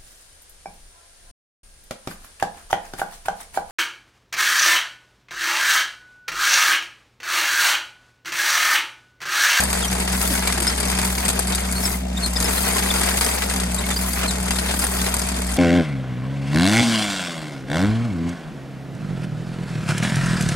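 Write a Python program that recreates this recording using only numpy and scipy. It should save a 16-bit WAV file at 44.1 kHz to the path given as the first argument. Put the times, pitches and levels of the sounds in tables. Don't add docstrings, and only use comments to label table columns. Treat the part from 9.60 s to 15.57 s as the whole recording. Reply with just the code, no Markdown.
import sys
import numpy as np
from scipy import signal
from scipy.fft import rfft, irfft, next_fast_len
from scipy.io import wavfile
from scipy.ndimage import uniform_filter1d

SR = 44100
rng = np.random.default_rng(int(sys.argv[2]) if len(sys.argv) > 2 else 0)


def int16_out(signal):
    q = np.round(np.clip(np.atleast_2d(signal).T, -1, 1) * 32767)
    wavfile.write(sys.argv[1], SR, q.astype(np.int16))


N = 263277
TIME = np.arange(N) / SR
FREQ = np.fft.rfftfreq(2 * next_fast_len(N // 2 + 4096), 1 / SR)

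# (frequency [Hz], relative level [dB])
CRUNCH_SPECTRUM = [(100, -27), (250, -18), (420, 4), (650, 5), (850, 2.5), (1050, -1.5), (1500, 0),
                   (2150, -0.5), (3000, -1.5), (4000, -5.5), (6000, -6.5), (16000, -36)]
# (frequency [Hz], relative level [dB])
SNAP_SPECTRUM = [(800, -19), (2300, -5), (3000, -3), (4200, 3), (5500, 8), (9000, 7), (13000, -6),
                 (16000, -28)]
# (time [s], relative level [dB], share of dull knock [dB], share of dry snap [dB], crack's t60 [s])
STONE_STRIKES = [(0.0365, -4, -11, -16, 0.011), (.109, -10, -15, -19, 0.016), (0.1293, -10, 3, -11, 0.017),
                 (0.2467, -9.5, -7, -16, 0.015), (0.3147, -12.5, -17, -16, 0.0099),
                 (.3508, -14, -12, -3, 0.016), (.476, -17, 10, -8, 0.031), (0.614, -6.5, 1.5, -18, 0.012),
                 (0.676, -7, -6, -4, 0.0061), (0.8736, -7, 5.5, -15, 0.019), (.9242, -9, 5, -14, 0.014),
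                 (0.9806, -12, -5, -11, .011), (1.003, -8, -4, -6, .012), (1.021, -10, -2, -8, .026),
                 (1.0688, -6.5, 2, -23, 0.018), (1.1776, -14, -15, -17, 0.014),
                 (1.2016, -10, -5, -10, 0.016), (1.23, -14, -9, -14, .012), (1.2544, -10.5, -5, -10, .012),
                 (1.283, -12, -11, -8, 0.012), (1.315, -11, 3, -3, .014), (1.3873, -7, 3, -17, .017),
                 (1.415, -12, -1, -9, 0.015), (1.451, -7.5, -23, -14, 0.014), (1.5022, -18, 2, -3, 0.011),
                 (1.552, -14, 2, 0, .01), (1.5815, -10, 2, -9, .01), (1.6046, -14, 4, -12, 0.0076),
                 (1.651, -13, -5, -11, 0.02), (1.6815, -11, 3, -2, 0.02), (1.689, -8, 0, -8, 0.01),
                 (1.7, -10.5, 1, -18, .017), (1.792, -2, -18, -8, .009), (1.796, -13, -12, -6, 0.0064),
                 (1.8212, -19.5, 8, 0, .01), (1.871, -11, 1, -10, .012), (1.9221, -12.5, 9, -9, .011),
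                 (1.9487, -8, -3, -3, 0.022), (2.114, -14, -4, 0, 0.012), (2.1246, -9.5, -8, -10, .008),
                 (2.256, -9.5, -16, -2, 0.018), (2.3157, -9, -22, -6, .004), (2.6607, -10, -0.5, -9, 0.037),
                 (2.7349, -20.5, -6, 5, 0.011), (2.8025, -6, -6, -1, .02), (2.8253, -8, -1, -14, 0.015),
                 (2.8435, -12, -7, -18, 0.015), (2.9206, -13, -13, -10, .005), (3.0804, -9, -8, -4, .006),
                 (3.1495, -12, -3, -6, 0.015), (3.167, -10, -2, -10, 0.011), (3.1902, -12.5, 0, -14, 0.021),
                 (3.225, -11, 7, -13, 0.014), (3.339, -9, -16, -19, 0.0098), (3.4113, -7, -15, -17, 0.011),
                 (3.4327, -12, 8, -17, 0.02), (3.572, -8, 4, -12, .014), (3.61, -7.5, 5, -8, 0.029),
                 (3.6462, -8.5, -9, -3, 0.012), (3.6637, -11, 6, 7, .0082), (3.8209, -12.5, 9, -13, 0.0195),
                 (3.898, -10.5, 2.5, -18, 0.021), (3.9376, -14, 4, -5, 0.011),
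                 (3.9607, -9.5, -20, -12, 0.02), (3.9998, -10.5, -1, -5, 0.014), (4.053, -30, 4, -1, 0.013),
                 (4.145, -8.5, -16, -17, .016), (4.2873, -9.5, -5, -18, 0.016),
                 (4.3043, -11.5, 8, -4, 0.013), (4.533, -8, -12, -22, 0.013), (4.6797, -18, -14, -10, 0.02),
                 (4.7092, -13, 4, 3, 0.019), (4.8016, -14, -2, -12, 0.0096), (4.8285, -12, -7, -10, .011),
                 (4.9073, -5.5, 4.5, -23, .018), (4.986, -9.5, 5, -14, 0.026), (5.192, -4, -11, -11, 0.015),
                 (5.2216, -11, -15, -17, .01), (5.2675, -8, -1, -16, .0056), (5.306, -21, 7, -7, .009),
                 (5.3876, -17, 6, -10, .011), (5.416, -9, 4, -12, 0.0067), (5.4617, -20, 2, -8, .015),
                 (5.5408, -5, -24, -15, .016), (5.567, -9, -17, -10, 0.0071), (5.5929, -9, -18, -7, 0.015),
                 (5.6174, -14, -8, -8, 0.0086), (5.6881, -13, 5.5, -14, 0.014),
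                 (5.8196, -11.5, -3, -10, 0.01), (5.8665, -13, -20, -14, 0.017),
                 (5.9414, -16, -4, -3, 0.009)]


def amp(db):
    return 10 ** (np.asarray(db) / 20)


def unit_rms(x):
    return x / np.sqrt(np.mean(x ** 2) + 1e-20)


def over_freq(points):
    hz, value = np.transpose(points)
    return np.interp(np.log(FREQ + 1), np.log(hz + 1), value)


def over_time(points):
    return np.interp(TIME, *np.transpose(points))


def add(mix, s, sound):
    part = mix[..., max(round(s * SR), 0):][..., :sound.shape[-1]]
    part += sound[..., :part.shape[-1]]


def spectrum_of(x):
    return rfft(x, 2 * (len(FREQ) - 1))


def wander(hz):
    return unit_rms(irfft(spectrum_of(rng.standard_normal(N)) / (1 + (FREQ / hz) ** 4))[:N])


def swell(middle, length):
    return 1 / (1 + (2 * (TIME - middle) / length) ** 4)


def dying(kicks, t60):
    decay = np.exp(-2 * np.log(1000) / (t60 * SR))
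    return unit_rms(np.sqrt(signal.lfilter([1], [1, -decay], kicks) + 1e-12))


def grit(per_s, spread_db, t60):
    size_db = spread_db * np.minimum(rng.exponential(1, N), 4)
    return dying(amp(size_db) ** 2 * (rng.random(N) < per_s / SR), t60)


def recoloured(force, patchy_db):
    frames = signal.stft(force, nperseg=256)[2]
    chance = rng.standard_normal((2,) + frames.shape[1:])
    narrow = uniform_filter1d(uniform_filter1d(chance[0], size=3, axis=0), size=5, axis=1)
    broad = uniform_filter1d(uniform_filter1d(chance[1], size=22, axis=0), size=3, axis=1)
    patches = unit_rms(unit_rms(narrow) + unit_rms(broad))
    return signal.istft(frames * amp(patchy_db * np.minimum(patches, 2)), nperseg=256)[1][:, :N]


def at_microphone(forces, response):
    # (frequency [Hz], left minus right [dB])
    balance = [(270, -0.5), (350, -0.5), (520, 3), (630, 9), (780, 17.5), (1080, -2.5), (1520, 5),
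               (2100, -8.5), (2800, 1), (3750, 4), (5400, 2.5), (8300, 2.5), (11500, 9.5), (14500, -2.5)]
    # (frequency [Hz], coherence [0..1])
    likeness = [(200, 0.88), (260, 1), (335, 0.18), (390, 0.87), (640, 0.78), (780, 0.63), (1000, 0.73),
                (2000, 0.74), (3000, 0.61), (4800, 0.22), (6500, 0.22), (9000, 0.066), (16000, 0.081)]
    # (frequency [Hz], phase [rad])
    left_lead = [(265, 0), (335, .4), (380, 1.4), (450, 1.45), (520, 2.3), (750, 2.8), (830, 5.9),
                 (1170, 7.2), (1750, 6.2), (2300, 7.5), (2950, 9.5), (3900, 10.1), (4300, 13.4), (5200, 13),
                 (6500, 18.8), (8500, 25)]
    # (frequency [Hz], width [Hz], depth [dB])
    notches = [(548, 23, -12), (1167, 42, -0.5), (1752, 44, -6), (2940, 48, -9.5), (5520, 530, -2),
               (7360, 320, -3.5)]
    left, unrelated = spectrum_of(forces)
    same = np.clip(over_freq(likeness), 0, 1)
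    right = (same * left + np.sqrt(1 - same ** 2) * unrelated) * np.exp(-1j * over_freq(left_lead))
    tilt = amp(over_freq(balance))
    ports = np.array([left * tilt, right]) / np.sqrt(1 + tilt ** 2)
    path = amp(sum(db / (1 + (2 * (FREQ - hz) / width) ** 2) for hz, width, db in notches))
    return irfft(ports * response * path)[:, :N]


def rush(envelope, response, patchy_db=0):
    forces = envelope * rng.standard_normal((2, N))
    if patchy_db:
        forces = recoloured(forces, patchy_db)
    ports = at_microphone(forces, response)
    return ports / np.std(ports.mean(0))


def scattered(direct, t60):
    t = np.arange(3000) / SR
    taps = rng.standard_normal((2, len(t))) * amp(-60 * t / t60)
    return signal.fftconvolve(direct[None], taps / np.linalg.norm(taps[0]), axes=1)[:, :N]


def governor(governed_hz=62.14, off_pipe_hz=62.8, hunt_hz=14.4):
    # (time [s], firing rate [Hz])
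    firing_rate = [(0.0, 63.04), (0.55, 61.9), (1.0, 62.5), (1.47, 62.2), (1.7, 62.86), (2.1, 61.97),
                   (2.4, 62.4), (2.7, 60.7), (2.9, 61.46), (3.02, 62.93), (3.5, 62.4), (3.68, 64.85),
                   (4.05, 61.9), (5.1, 62.53), (5.24, 63.8), (5.4, 61.7), (5.55, 63.65), (5.97, 61.03)]
    firing_hz = over_time(firing_rate)
    cycles = np.cumsum(firing_hz + 0.29 * wander(hunt_hz)) / SR
    note_db = -27.5 - (firing_hz - governed_hz)
    off_pipe_db = -4.5 * np.maximum(firing_hz - off_pipe_hz, 0)
    return cycles, note_db, -33 + off_pipe_db + 2 * wander(hunt_hz)


def engine(cycles, note_db, overtone_db, pipe_lag_rad=0.842, block_db=-35):
    # (multiple of the firing rate, relative level [dB])
    overtones = [(2, -10), (3, 2), (4, -14), (5, -19), (6, -17.5)]
    # (frequency [Hz], relative level [dB])
    block_spectrum = [(20, -32), (50, -1), (100, -7), (150, -1.5), (195, 1.5), (235, 6), (275, -2),
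                      (360, -16.5), (520, -2.5), (680, 0), (950, -16), (2000, -34), (8000, -18),
                      (16000, -64)]
    angle = 2 * np.pi * cycles
    note = amp(note_db) * (1 + 0.044 * wander(25)) * np.cos(angle)
    bark = sum(amp(db) * np.cos(k * (angle + pipe_lag_rad * (k - 1))) for k, db in overtones)
    bark *= amp(overtone_db) * (1 + 0.13 * wander(24))
    puffs = rush(1 + 0.57 * np.cos(angle), amp(over_freq(block_spectrum)))
    return np.sqrt(2) * (note + bark) + amp(block_db) * puffs


def ground_load(clod_db=1.33, clod_hz=15, snag_s=0.012, snag_db=-1.5):
    # (time [s], load [dB])
    bite = [(0.0, -17), (0.08, -29.5), (0.16, -25), (0.3, -28), (0.65, -26), (1.4, -26.5), (1.85, -28.5),
            (2.33, -29.5), (2.52, -32), (2.74, -33.5), (2.84, -24.5), (3.6, -24), (4.02, -30),
            (5.33, -28.5), (5.46, -26), (5.97, -33.5)]
    snags = sum((TIME > s - snag_s) & (TIME <= s) for s, *_ in STONE_STRIKES)
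    return over_time(bite) + clod_db * wander(clod_hz) + snag_db * snags


def link_seating(links_per_s=40, spread_db=2.5):
    # (time [s], lag [links])
    lag = [(0, .1), (.9, 0.0038), (1.7, .1), (2.8, .2), (3.3, 0.44), (4.3, 0.52), (4.8, .3), (5.2, 0.64),
           (5.97, 0.54)]
    passed = links_per_s * TIME - over_time(lag) + 0.07 * wander(30)
    seated = np.diff(np.floor(passed), prepend=0) > 0
    strength = amp(spread_db * np.clip(wander(55), -2, 1))
    force = dying(seated * strength ** 2, t60=0.06)
    return uniform_filter1d(force, size=60)


def steel_response():
    # (frequency [Hz], relative level [dB])
    broad = [(150, 0.5), (600, 4), (1000, -0.5), (2100, -3), (3000, -17), (3900, -12), (5000, -3),
             (5700, -8.5), (7200, 3.5), (8400, 6), (10200, 1.5), (12500, -5.5), (14000, -20), (16000, -70)]
    # (frequency [Hz], width [Hz], level over the broad spectrum [dB])
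    modes = [(3760, 190, 6.5), (4500, 43, 7), (4790, 87, 9), (6510, 80, 1), (9070, 82, -2), (12470, 140, 2),
             (13220, 260, 7.5)]
    ringing = sum(amp(db) / (1 + 2j * (FREQ - hz) / width) for hz, width, db in modes)
    return amp(over_freq(broad)) * (1 + ringing)


def chain_rattle(seating, drive_db):
    crushing = grit(per_s=1500, spread_db=2.0, t60=0.034)
    envelope = np.hypot(amp(-8) * seating, amp(-5.5) * crushing)
    gain = amp(drive_db) * np.sqrt(np.mean(envelope ** 2))
    return gain * rush(envelope, steel_response(), patchy_db=3.1)


def gravel(drive_db):
    snaps = grit(per_s=130, spread_db=2.4, t60=0.007)
    return amp(drive_db - 15.5) * rush(snaps, amp(over_freq(SNAP_SPECTRUM)), patchy_db=5.5)


def teeth_crunch(seating, drive_db):
    breaking = grit(per_s=1100, spread_db=1.7, t60=0.085)
    envelope = np.hypot(breaking, amp(-4) * seating)
    return amp(drive_db - 4) * rush(envelope, amp(over_freq(CRUNCH_SPECTRUM)), patchy_db=2.5)


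def pebbles(seating, drive_db, per_s=260, ring_cycles=120, low_hz=900, high_hz=9500):
    ticks, t = np.zeros((2, N)), np.arange(3000) / SR
    times = TIME[rng.random(N) < per_s * seating / SR]
    for s, (pitch, luck, left_phase, right_phase) in zip(times, rng.random((len(times), 4))):
        hz = low_hz * (high_hz / low_hz) ** pitch
        size_db = 3 * min(-np.log(luck), 3)
        cycles = hz * t + np.array([[left_phase], [right_phase]])
        add(ticks, s, amp(size_db - 60 * t * hz / ring_cycles) * np.sin(2 * np.pi * cycles))
    return amp(drive_db - 11) * unit_rms(ticks)


def clanks(ring_db=-11, knock_db=-18, rebound_db=-7, chatter_db=-4, chatter_stretch=5.3):
    ring, knock, snap = np.zeros((3, N))
    t = np.arange(4096) / SR
    rebound_shares = rng.uniform(0.18, 0.4, len(STONE_STRIKES))
    for (s, db, dull_db, snap_db, t60), share in zip(STONE_STRIKES, rebound_shares):
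        rebound_s = share * t60
        rebound = (t > rebound_s) * amp(rebound_db - 60 * abs(t - rebound_s) / t60)
        cracks = amp(-60 * t / t60) + rebound
        chatter = amp(chatter_db - 60 * t / (chatter_stretch * t60))
        envelope = np.hypot(cracks, chatter)
        add(ring, s, amp(db + ring_db) * envelope)
        add(knock, s, amp(db + dull_db + knock_db) * envelope)
        add(snap, s, amp(db + snap_db + ring_db) * cracks)
    stone = amp(over_freq(CRUNCH_SPECTRUM)) * FREQ / np.hypot(FREQ, 1600)
    parts = [(ring, steel_response()), (knock, stone), (snap, amp(over_freq(SNAP_SPECTRUM)))]
    return sum(np.std(part) * rush(part, response, patchy_db=3) for part, response in parts)


def stick_slip(slips, jitter_hz, flutter_db, flutter_hz):
    tones, shake, grip = np.zeros(N), wander(flutter_hz), np.minimum(wander(flutter_hz), 1)
    for s, length, middle_hz, glide_hz, droop_hz, db, octave_db in slips:
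        span = np.flatnonzero((TIME >= s) & (TIME < s + length))
        position = np.linspace(-1, 1, len(span))
        hz = middle_hz - droop_hz * position ** 2 + glide_hz * position / 2 + jitter_hz * shake[span]
        angle = 2 * np.pi * np.cumsum(hz) / SR
        envelope = amp(db + flutter_db * grip[span]) * np.cos(np.pi * position / 2)
        tones[span] += envelope * (np.sin(angle) + amp(octave_db) * np.sin(2 * angle))
    return tones


def pin_squeaks():
    # (time [s], length [s], middle pitch [Hz], glide [Hz], droop at both ends [Hz],
    # relative level [dB], share of the octave [dB])
    slips = [(.216, .014, 3700, -100, 40, -27, -13), (.228, .036, 3200, -300, -40, -24, -13),
             (.279, .016, 5780, -200, 60, -25, -17), (.655, .023, 3600, -100, 50, -31, -15),
             (1.07, .024, 5130, 330, 70, -15, -17), (1.09, .014, 5220, -120, 40, -21, -15),
             (1.93, .024, 3780, 100, 50, -27, -11), (2.148, .055, 4330, 170, 130, -26, -3),
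             (2.225, .044, 5360, -300, 140, -26, -15), (2.25, .016, 5170, -260, 20, -21, -15),
             (2.256, .026, 8000, -300, -80, -23, -20), (2.568, .017, 3700, 330, 120, -24, -6),
             (2.62, .054, 4270, -170, 120, -20, -10), (2.754, .032, 5030, -230, 110, -20, -24),
             (2.759, .013, 3650, -300, 40, -25, -12), (2.842, .024, 5200, 100, 130, -22, -16),
             (2.966, .032, 4200, 60, 110, -27, -3), (3.299, .017, 3580, -260, 90, -17.5, -12),
             (3.645, .013, 4920, -100, 60, -23, -18), (4.18, .021, 3880, 200, 90, -25, -1),
             (4.305, .031, 3530, -260, 20, -30, -3), (4.359, .022, 4820, -50, 60, -18.5, -18),
             (4.674, .03, 4150, -450, 70, -21.5, -2), (4.696, .02, 3680, -450, 0, -26, -8),
             (4.948, .034, 3700, -130, 110, -33, -3), (5.217, .011, 4950, -200, 60, -19.5, -15),
             (5.238, .015, 9260, -60, 70, -13, -30), (5.394, .028, 3600, 520, 70, -31, -12),
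             (5.435, .041, 4100, 300, 130, -35, -6), (5.61, .023, 4980, -100, 60, -28, -15)]
    direct = stick_slip(slips, jitter_hz=65, flutter_db=3.5, flutter_hz=420)
    return amp(-0.34) * (direct + amp(-7) * scattered(direct, t60=0.045)) * amp([[0], [-3]] + 0 * direct)


def soil_spray(edge_s=0.022, dust_db=-62):
    # (middle time [s], length [s], relative level [dB])
    throws = [(.68, 0.23, -33), (1.56, 0.25, -39.5), (2.272, 0.19, -36), (2.985, 0.18, -32.5),
              (3.35, 0.62, -40), (3.738, 0.25, -39), (4.499, 0.26, -36.5), (5.29, 0.43, -38.5)]
    airborne = amp(dust_db)
    for middle, length, db in throws:
        inside_s = length / 2 - abs(TIME - middle)
        airborne = airborne + amp(db) * (1 + np.tanh(inside_s / (2 * edge_s))) / 2
    # (frequency [Hz], relative level [dB])
    hiss_spectrum = [(1000, -10), (5000, 9), (9000, 14.5), (12000, 18.5), (14000, 10), (16000, 6.5)]
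    falling = grit(per_s=5500, spread_db=5.5, t60=0.022)
    return amp(3) * airborne * rush(falling, amp(over_freq(hiss_spectrum)))


def chain_groans():
    # (time [s], length [s], middle pitch [Hz], glide [Hz], droop at both ends [Hz],
    # level [dB], share of the octave [dB])
    judders = [(.69, .062, 275, -175, 4, -24, -12), (.966, .078, 348, -10, 22, -29, -15)]
    direct = stick_slip(judders, jitter_hz=18, flutter_db=3, flutter_hz=160)
    return direct + amp(-8) * scattered(direct, t60=0.06)


def flint_pings(t60=0.065):
    # (time [s], pitch [Hz], relative level [dB])
    flints = [(.755, 2240, -25), (.876, 2320, -21), (1.582, 2230, -26), (1.999, 2120, -27),
              (2.091, 2240, -28), (2.279, 2120, -30), (2.343, 2080, -26), (2.768, 1870, -28.5),
              (3.818, 1973, -26), (4.241, 2193, -24), (4.907, 2730, -25)]
    rings, t = np.zeros(N), np.arange(4096) / SR
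    for s, hz, db in flints:
        add(rings, s, amp(db - 60 * t / t60) * np.sin(2 * np.pi * hz * t))
    return rings * amp([[-1], [1]])


def stone_scrapes():
    # (middle time [s], length [s], change of level [dB])
    drags = [(0.899, 0.014, 3.5), (1.695, .03, 1), (3.066, 0.035, 5.5), (3.78, 0.012, 7.5),
             (4.624, 0.084, 5), (4.867, 0.033, -1), (5.1, 0.029, 7.5), (5.266, 0.036, -0.5),
             (5.49, 0.067, 2.5)]
    return sum(db * swell(middle, length) for middle, length, db in drags)


def scene():
    load_db = ground_load()
    running_free = swell(middle=2.47, length=0.15)
    rattle_db = load_db - 15 * running_free
    crunch_db = load_db - 8 * running_free + stone_scrapes()
    seating = link_seating()
    drone = engine(*governor())
    steelwork = chain_rattle(seating, rattle_db) + clanks() + pin_squeaks() + chain_groans()
    stones = gravel(rattle_db) + pebbles(seating, rattle_db) + flint_pings()
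    soil = teeth_crunch(seating, crunch_db) + soil_spray()
    return drone + steelwork + stones + soil


def record(dry, ceiling=0.88, edge_hz=16050):
    rounded = dry / (1 + (dry / ceiling) ** 6) ** (1 / 6)
    lowpass = signal.firwin(1023, edge_hz, window=("kaiser", 10), fs=SR)
    return signal.oaconvolve(rounded, lowpass[None], "same")


dry = scene()
out = record(dry)
int16_out(out)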